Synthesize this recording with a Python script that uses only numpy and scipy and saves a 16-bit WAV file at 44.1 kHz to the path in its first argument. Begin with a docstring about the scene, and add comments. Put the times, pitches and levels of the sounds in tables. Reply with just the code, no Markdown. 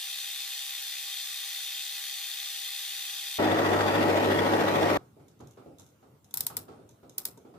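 """A small metal lathe in a workshop, three scenes cut end to end. First it turns a shaft, heard eight times too fast:
whining tones over shaped noise that throbs once a spindle turn. Then it idles at true speed: hum tones, and noise
that chatters with a shaft. Last it is off: over hiss and dull far thumps (decaying noise), a micrometer ticks on
steel and its ratchet clicks (noise cracks, echo tails and decaying sines)."""
import sys
import numpy as np
from scipy import signal
from scipy.fft import rfft, irfft
from scipy.io import wavfile
from scipy.ndimage import uniform_filter1d

SR = 44100
rng = np.random.default_rng(int(sys.argv[2]) if len(sys.argv) > 2 else 0)


def dump_mix(stems):
    """Bounce the given channels to the path in sys.argv[1] as a 16-bit WAV at rate SR."""
    frames = np.atleast_2d(stems).T  # one column per channel
    limited = np.clip(frames, -1, 1)  # hard clip at full scale
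    pcm = np.round(limited * 32767).astype(np.int16)
    wavfile.write(sys.argv[1], SR, pcm)


N = 334278


def amp(db):
    """Decibels to gain."""
    return 10 ** (np.asarray(db) / 20)


def evened(x):
    """Scales the whole array to rms 1."""
    return x / np.sqrt(np.mean(x ** 2) + 1e-20)


def read(points, hz):
    """Interpolates a spectrum on a log-frequency axis."""
    f, value = np.transpose(points)
    return np.interp(np.log(hz + 1), np.log(f + 1), value)


def wander(shape, rate_hz):
    """Low-passed random drift of rms 1 along the last axis."""
    white = rng.standard_normal(shape)
    return evened(signal.lfilter(*signal.butter(1, rate_hz, fs=SR), white))


def bell_db(hz, f, width_hz, height_db):
    """One bell-shaped rise or dip of a spectrum, in dB."""
    return height_db / (1 + (2 * (hz - f) / width_hz) ** 2)


def noise(n, colour, ports, bells=(), patchy_db=0., size=2048):
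    """Stereo noise of rms 1 from random short-time spectra with drifting patches, partly alike at the two ports."""
    hop, hz = size // 4, np.fft.rfftfreq(size, 1 / SR)
    a, b, c, d, patches = rng.standard_normal((n // hop + 5, len(hz), 5)).T
    patches = uniform_filter1d(patches, size=size // 128, axis=0)  # over frequency
    patches = evened(uniform_filter1d(patches, size=5, axis=1))  # over time
    db = read(colour, hz) + sum(bell_db(hz, *row) for row in bells)
    level = amp(db[:, None] + patchy_db * patches)
    same, lead_rad, pan_db = (read(np.array(ports)[:, [0, k]], hz)[:, None] for k in (1, 2, 3))
    same = np.clip(same, 0, 1)
    left, other = a + 1j * b, c + 1j * d
    right = same * np.exp(-1j * lead_rad) * left + np.sqrt(1 - same ** 2) * other
    spectra = np.array([left * amp(pan_db / 2), right * amp(-pan_db / 2)]) * level
    return evened(signal.istft(spectra, nperseg=size, noverlap=size - hop)[1][:, :n])


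def tones(t, families, strays, ports, slip_rad, waver_db, apart_db, rate_hz):
    """Sines whose phase slips and strength wavers; the balance of the ports can waver too."""
    rows = [(k * base_hz, *row) for base_hz, family in families.items() for k, *row in family]
    out = np.zeros((2, len(t)))
    for hz, db, pan_db in rows + strays:
        drift, both, apart = wander((3, len(t)), rate_hz)
        lead_rad = read(np.array(ports)[:, [0, 2]], hz)
        phase = 2 * np.pi * (hz * t + rng.random()) + slip_rad * drift - np.array([[0], [lead_rad]])
        tilt_db = np.array([[.5], [-.5]]) * (pan_db + apart_db * apart)
        out += np.sqrt(2) * amp(db + waver_db * both + tilt_db) * np.sin(phase)
    return out


# lathe-off noise at the two ports: (frequency [Hz], likeness [0-1], left lead [rad], left minus right [dB])
OFF_PORTS = [(60, 0.97, -0.072, 1), (170, 0.96, -0.28, 1), (350, 0.76, 0.1, -3), (520, 0.48, 0.5, 2),
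             (700, 0.23, 0.5, -4.5), (1030, 0.23, 2, -1), (1500, 0.11, 0.6, -3.5), (3000, 0.092, .5, -1.5),
             (15000, .05, .5, 0.5)]
# air and microphone hiss: (frequency [Hz], relative density [dB per Hz])
HISS = [(29, -46), (50, -25), (72, -14), (93, 3), (206, -2), (829, -15), (1030, -18.5), (1370, -19),
        (1740, -26.5), (2820, -26), (4560, -32), (6230, -30.5), (15500, -31.5)]
HISS_DB = -61.5


def hiss(t):
    """Air and microphone hiss: steady shaped noise with drifting patches."""
    return amp(HISS_DB) * noise(len(t), HISS, OFF_PORTS, patchy_db=3.0)


# far blows: (time [s], level [dB], deep part over level [dB], knock over level [dB])
THUMPS = [(4.969, -50.5, -8, -4.5), (5.166, -52.5, -11, -16), (5.195, -55.5, -2, -8),
          (5.401, -49, -0.5, -6.5), (5.571, -49, -15, -6.5), (5.658, -46, -8, -17), (5.789, -59, 1, -4.5),
          (6.025, -55, -15, -7), (6.338, -61, 4, 6), (6.397, -52, -2, -3), (6.499, -52, 2, 5),
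          (6.569, -48.5, -4, -6.5), (6.681, -45, -10, -7), (6.719, -53.5, -13, -5), (6.79, -51.5, -14, -17),
          (7.029, -50, -7, -10), (7.177, -56, -11, 0), (7.259, -54, -1, -4.5), (7.369, -55, -15.5, -11),
          (7.448, -49, -13, -13), (7.538, -51, -2, -6.5)]
# registers: (frequency [Hz], relative density [dB per Hz])
DEEP = [(25, -70), (50, -40), (80, -16), (100, -1), (140, 12), (180, -15), (240, -31), (600, -73)]
BOOM = [(50, -69.5), (150, -25), (230, -1), (300, 0), (400, 0.5), (550, -4), (800, -10), (1000, -34),
        (2500, -73)]
KNOCK = [(200, -68.5), (500, -29), (750, 2), (1000, -3.5), (1300, 0), (1550, -9.5), (1800, -16.5),
         (4000, -19.5), (9000, -29), (16000, -54)]
DEEP_T60_S, BOOM_T60_S, KNOCK_T60_S = 0.57, 0.47, .42  # hall decay
DEEP_RISE_S, BOOM_RISE_S, KNOCK_RISE_S = .013, 0.0044, .002  # time constants of power


def thumps(t):
    """Far blows as reverberant noise in three registers: a short swell, then decay; powers add."""
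    s, db, deep_db, knock_db = np.transpose(THUMPS)[..., None]
    age = np.maximum(t - s, 0)
    registers = [(DEEP, deep_db, DEEP_RISE_S, DEEP_T60_S),
                 (BOOM, 0, BOOM_RISE_S, BOOM_T60_S),
                 (KNOCK, knock_db, KNOCK_RISE_S, KNOCK_T60_S)]
    out = 0
    for colour, over_db, rise_s, t60_s in registers:
        power = (1 - np.exp(-age / rise_s)) * amp(db + over_db - 60 * age / t60_s) ** 2
        rumble = noise(len(t), colour, OFF_PORTS, patchy_db=0.5, size=1024)
        out = out + np.sqrt(power.sum(axis=0)) * rumble
    return out


# micrometer frame modes: (frequency [Hz], relative level [dB], t60 [s])
FRAME = [(932, 2, 0.068), (1534, -12, 0.086), (2220, -19, 0.025)]
# contact bands: (frequency [Hz], width [Hz], rise or dip before a random weight [dB])
CONTACT_BANDS = [(3490, 100, 8.5), (4560, 140, 0.5), (5280, 170, 10), (6200, 190, 7), (7200, 350, 4),
                 (8650, 340, 2.5), (10050, 300, 2), (12200, 490, -1), (13200, 590, 10), (15300, 550, 5)]
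CLICK_RISE_S, CRACK_T60_S = 0.00086, 0.013


def clicks(t, events, colour, pan_db, near_db, near_t60_s, far_db, far_t60_s):
    """Each click: a dense crack of steel, uneven echoes off machine bed and walls, and a frame ring."""
    age, out = np.arange(SR // 4) / SR, np.zeros((2, len(t) + SR))
    hz = np.fft.rfftfreq(len(age), 1 / SR)
    rise = (1 - np.exp(-age / CLICK_RISE_S)) ** 3
    bands_db = np.array([bell_db(hz, *row) for row in CONTACT_BANDS])
    ring = sum(amp(db - 60 * age / t60_s) * np.sin(2 * np.pi * f * age) for f, db, t60_s in FRAME)
    fall = np.hypot(amp(near_db - 60 * age / near_t60_s), amp(far_db - 60 * age / far_t60_s))
    tilt_db = np.array([[[0]], [[-3.]]]) * np.log2(1 + hz / 2000)  # echoes come back duller
    pan = amp([[pan_db / 2], [-pan_db / 2]])
    for s, peak_db, frame_db in events:
        # every contact excites the bands differently
        ringing_db = rng.uniform(.4, 1.17, len(CONTACT_BANDS)) @ bands_db
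        spectra = rfft(rng.standard_normal((2, 2, len(age))))
        crack, tail = irfft(spectra * amp(read(colour, hz) + ringing_db + tilt_db), len(age))
        crack *= rise * amp(-60 * age / CRACK_T60_S)
        crack /= abs(crack).max(axis=1, keepdims=True)
        tail = evened(tail) * rise * fall * amp(2.5 * wander(len(age), 150))
        sound = (crack + tail) * pan + amp(frame_db) * rise * ring
        out[:, round((s - t[0]) * SR):][:, :len(age)] += amp(peak_db) * sound
    return out[:, :len(t)]


# gauge touching steel: (time [s], crack peak [dB], frame ring over peak [dB])
TICKS = [(5.281, -51.5, -21), (5.3916, -57, -18), (5.405, -52, -18), (5.471, -48.5, -18),
         (5.509, -50.5, -20), (5.784, -46, -24), (5.7956, -41, -19), (5.8194, -58, -18), (5.863, -53, -22),
         (5.8885, -55, -18), (6.2432, -51, -26), (6.3083, -47, -18), (6.89, -48.5, -14), (6.909, -53, -21),
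         (7.0944, -44, -19), (7.374, -49, -4)]
# tick: (frequency [Hz], relative density [dB per Hz])
TICK_COLOUR = [(1500, -20), (3000, -16), (3800, -2.5), (4600, -14.5), (6400, 0.5), (7300, -3.5),
               (9000, -10), (11600, -4), (14500, -18), (16000, -19)]


def ticks(t):
    """The micrometer touching steel: light contacts with long echoes."""
    return clicks(t, TICKS, TICK_COLOUR, pan_db=-1.0, near_db=-13, near_t60_s=0.072, far_db=-18.5, far_t60_s=0.31)


# ratchet teeth slipping: (time [s], crack peak [dB], frame ring over peak [dB])
RATCHET = [(6.3398, -14.5, -34), (6.3716, -13.5, -41), (6.3792, -29, -39), (6.406, -12, -44),
           (6.4657, -12.5, -33), (6.5673, -13, -33), (7.1805, -13.5, -42), (7.2521, -12.5, -37.5)]
# pawl crack: (frequency [Hz], relative density [dB per Hz])
PAWL = [(500, -51.5), (900, -25), (2000, -17), (3000, -18), (4000, -8), (5400, -9.5), (6600, -10),
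        (7700, -4), (9200, -5), (10300, -3.5), (11800, 4), (13000, -4.5), (14000, -4.5), (15200, -2),
        (16500, -3)]


def ratchet(t):
    """The micrometer's pawl snapping over ratchet teeth: bright cracks with shorter echoes."""
    return clicks(t, RATCHET, PAWL, pan_db=0.4, near_db=-17.5, near_t60_s=0.061, far_db=-25.5, far_t60_s=0.19)


MAINS_HZ, SHAFT_HZ = 49.91, 13.717
# idling noise: (frequency [Hz], relative density [dB per Hz])
IDLE = [(24, -66), (40, -27), (64, -50), (91, -17), (170, -12), (308, -2), (508, -3), (547, -3.5),
        (923, -9.5), (994, -8.5), (1900, -16), (2900, -21), (9840, -39), (12000, -35), (15400, -43.5)]
IDLE_DB = -25.5
# peaks and dips in the noise: (frequency [Hz], width [Hz], rise or dip [dB])
IDLE_BELLS = [(125, 17, -6), (318, 20, 1), (460, 31, 2.5), (498, 61, -4.5), (606, 29, 4), (618, 39, -3),
              (757, 150, 3), (890, 41, -5.5), (1156, 130, 1.5), (1456, 56, -5.5), (1477, 35, 7.5),
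              (1931, 64, 9.5), (3500, 85, 3)]
# tones by base frequency [Hz]: (multiple, level [dB rms], left minus right [dB])
IDLE_TONES = { MAINS_HZ: [(2, -40.5, 1), (3, -48, -1), (4, -46, 0), (5, -47, 0), (7, -45, -14), (8, -43, 2),
              (11, -42, 8), (14, -47, 3), (17, -42, 5), (19, -40, -3), (37, -47, 4)],
              SHAFT_HZ: [(23, -39, -5), (32, -43, 2), (41, -40, 7), (44, -43, 8), (66, -48, 10),
              (78, -55, 9), (82, -49, 8), (88, -55, 5)]}
# tones of no family: (frequency [Hz], level [dB rms], left minus right [dB])
IDLE_STRAYS = [(470.4, -41, 6), (1324.3, -50, -1), (1867.0, -53, -7), (1917.1, -54, 5)]
# ports: (frequency [Hz], likeness [0-1], left lead [rad], left minus right [dB])
IDLE_PORTS = [(60, 1, 0, -6), (144, 0.97, -0.6, 0.5), (340, 0.65, 0.85, -2.7), (520, 0.23, 0.9, 5),
              (697, 1, 1.02, 3.5), (870, 0.37, 0.94, -3), (1055, 0.64, 3, 4.5), (1370, 0.15, 1.5, 0.5),
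              (1980, 0.18, 1.05, 2), (3650, 0.16, 3, 0.8), (5000, 0.081, 1.5, 3), (9100, 0.121, 2, -1),
              (15100, 0.2, 6, 2)]


def idling(t):
    """Motor hum and belt roar; loose gears chatter in a pattern that repeats each shaft turn."""
    turn = 2 * np.pi * SHAFT_HZ * (t - 3.59)
    chatter_db = 1.4 * np.cos(turn) + .9 * np.cos(2 * turn) + .6 * np.sin(3 * turn)
    chatter_db += np.cos(5 * turn) + .5 * np.sin(7 * turn)
    body = noise(len(t), IDLE, IDLE_PORTS, IDLE_BELLS, patchy_db=1.7, size=4096)
    roar = signal.sosfiltfilt(signal.butter(2, 1500, fs=SR, output="sos"), body)
    gearbox = signal.sosfiltfilt(signal.butter(2, 2300, fs=SR, output="sos"), body) - roar
    treble = body - roar - gearbox
    depth = np.array([[.6], [1.9], [.95]])  # the ringing gearbox cover pulses most
    gains = amp(depth * chatter_db + 0.38 * wander((3, len(t)), 50))
    rattle = roar * gains[0] + gearbox * gains[1] + treble * gains[2]
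    guard = signal.sosfilt(signal.butter(2, [3200, 3750], "band", fs=SR, output="sos"), body)
    rattle += amp(1.5) * np.exp(3.6 * (np.cos(turn) - 1)) * guard  # a guard rings once a turn
    hum = tones(t, IDLE_TONES, IDLE_STRAYS, IDLE_PORTS, slip_rad=0.36, waver_db=2.0, apart_db=0.0, rate_hz=2.6)
    return amp(IDLE_DB) * rattle + hum


SPINDLE_HZ, HUM_HZ, WHINE_HZ, HIGH_WHINE_HZ = 69.104, 798.7, 4585.0, 6153.5  # as heard, sped up
# turning noise: (frequency [Hz], relative density [dB per Hz])
FAST = [(120, -80), (200, -62), (378, -48.5), (742, -28.5), (783, -23), (858, -33), (1190, -24),
        (1300, -25.5), (1810, -12), (3010, -11), (3610, -0.5), (3960, -8), (10000, -11.5), (11000, -10),
        (15500, -12.5)]
FAST_DB = -36.5
# peaks and dips in the noise: (frequency [Hz], width [Hz], rise or dip [dB])
FAST_BELLS = [(510, 30, 3.5), (890, 52, 9), (1080, 60, 5), (1184, 32, 9), (1453, 56, 5.5), (1920, 50, 3),
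              (1990, 27, 7.5), (2530, 97, 11), (2510, 60, -5), (2864, 80, 7), (3204, 72, 10),
              (3580, 130, -0.5), (4180, 130, 5.5), (4410, 134, 5.5), (4840, 120, 4), (6150, 270, 0.5),
              (10050, 170, -14), (11900, 600, 0)]
# tones by base frequency [Hz]: (multiple, level [dB rms], left minus right [dB])
FAST_TONES = { SPINDLE_HZ: [(26, -65, 2), (27, -63, 3), (29, -65, 4), (37, -64, -2), (47, -59, 2),
              (48, -62, 1), (50, -62, 3), (51, -51, 4), (52, -47, 4), (54, -55, 7), (55, -58, 3),
              (63, -63, 3), (70, -66, 4), (90, -64, -4), (109, -69, 3)], HUM_HZ: [(1, -65, 0), (2, -71, 0)],
              WHINE_HZ: [(1, -60, 1), (2, -61, 8), (3, -62, 11)], HIGH_WHINE_HZ: [(1, -62, 13),
              (2, -60, 7)]}
# tones of no family: (frequency [Hz], level [dB rms], left minus right [dB])
FAST_STRAYS = [(1190.4, -77, 0), (2494.8, -63, -1), (2895.5, -71, -7), (3412.3, -63, 5), (3628.0, -60, -1),
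               (3771.0, -62, 5), (4163.0, -65, 8), (4401.9, -63, 2), (5384.6, -66, 7), (5824.1, -67, -1),
               (5972.8, -66, 9), (7593.1, -61, -8), (7820.9, -69, 1)]
# ports: (frequency [Hz], likeness [0-1], left lead [rad], left minus right [dB])
FAST_PORTS = [(150, .5, 2, 1), (500, .8, -1, .5), (920, 0.97, 0.5, 0), (1400, 0.93, 0, 0),
              (1750, 0.6, -0.9, 1), (2150, 0.68, 0, 1.8), (2600, 0.9, 0.63, -1.5), (3080, 0.63, 0.87, 1),
              (3580, 1, 1.15, 3.5), (4310, 0.37, 0.9, 4), (5270, 0.22, -2.4, -0.2), (6070, 0.5, 1, 1.5),
              (7600, 0, 3, 0.5), (9260, 0.18, 1.6, 2.5), (11000, 0, 4.5, -1), (15000, 0, 2, 2.5)]


def turning(t):
    """Cut and gears, eight times too fast; an uneven shaft makes the noise throb once a turn."""
    turn = 2 * np.pi * SPINDLE_HZ * t
    once_db = 1.2 * np.cos(turn) + .6 * np.cos(2 * turn)
    throb = amp(once_db + 0.2 * wander(len(t), 40))
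    body = noise(len(t), FAST, FAST_PORTS, FAST_BELLS, patchy_db=1.3)
    whine = tones(t, FAST_TONES, FAST_STRAYS, FAST_PORTS, slip_rad=0.26, waver_db=1.5, apart_db=-0.5, rate_hz=5.0)
    return amp(FAST_DB) * throb * body + whine


CUT_TO_IDLE_S, CUT_TO_OFF_S = 3.3835, 4.9735


def scene():
    """Turning, idling and lathe off, end to end."""
    fast, idle, off = np.split(np.arange(N) / SR, [round(CUT_TO_IDLE_S * SR), round(CUT_TO_OFF_S * SR)])
    fade_in = np.minimum((idle - idle[0]) / .007, 1)
    lathe_off = hiss(off) + thumps(off) + ticks(off) + ratchet(off)
    return np.concatenate([turning(fast), fade_in * idling(idle), lathe_off], axis=1)


EDGE_HZ = 16600


def record(dry):
    """The microphone loses deep bass; the top of the band is shelved down, then cut."""
    thin = signal.sosfilt(signal.butter(2, 40, "high", fs=SR, output="sos"), dry)
    shelf = signal.firwin2(1023, [0, 15480, 15600, SR / 2], [1, 1, .05, .05], fs=SR)
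    edge = signal.firwin(511, EDGE_HZ, window=("kaiser", 9), fs=SR)
    return signal.oaconvolve(thin, np.convolve(shelf, edge)[None], "same")


dry = scene()
out = record(dry)
dump_mix(out)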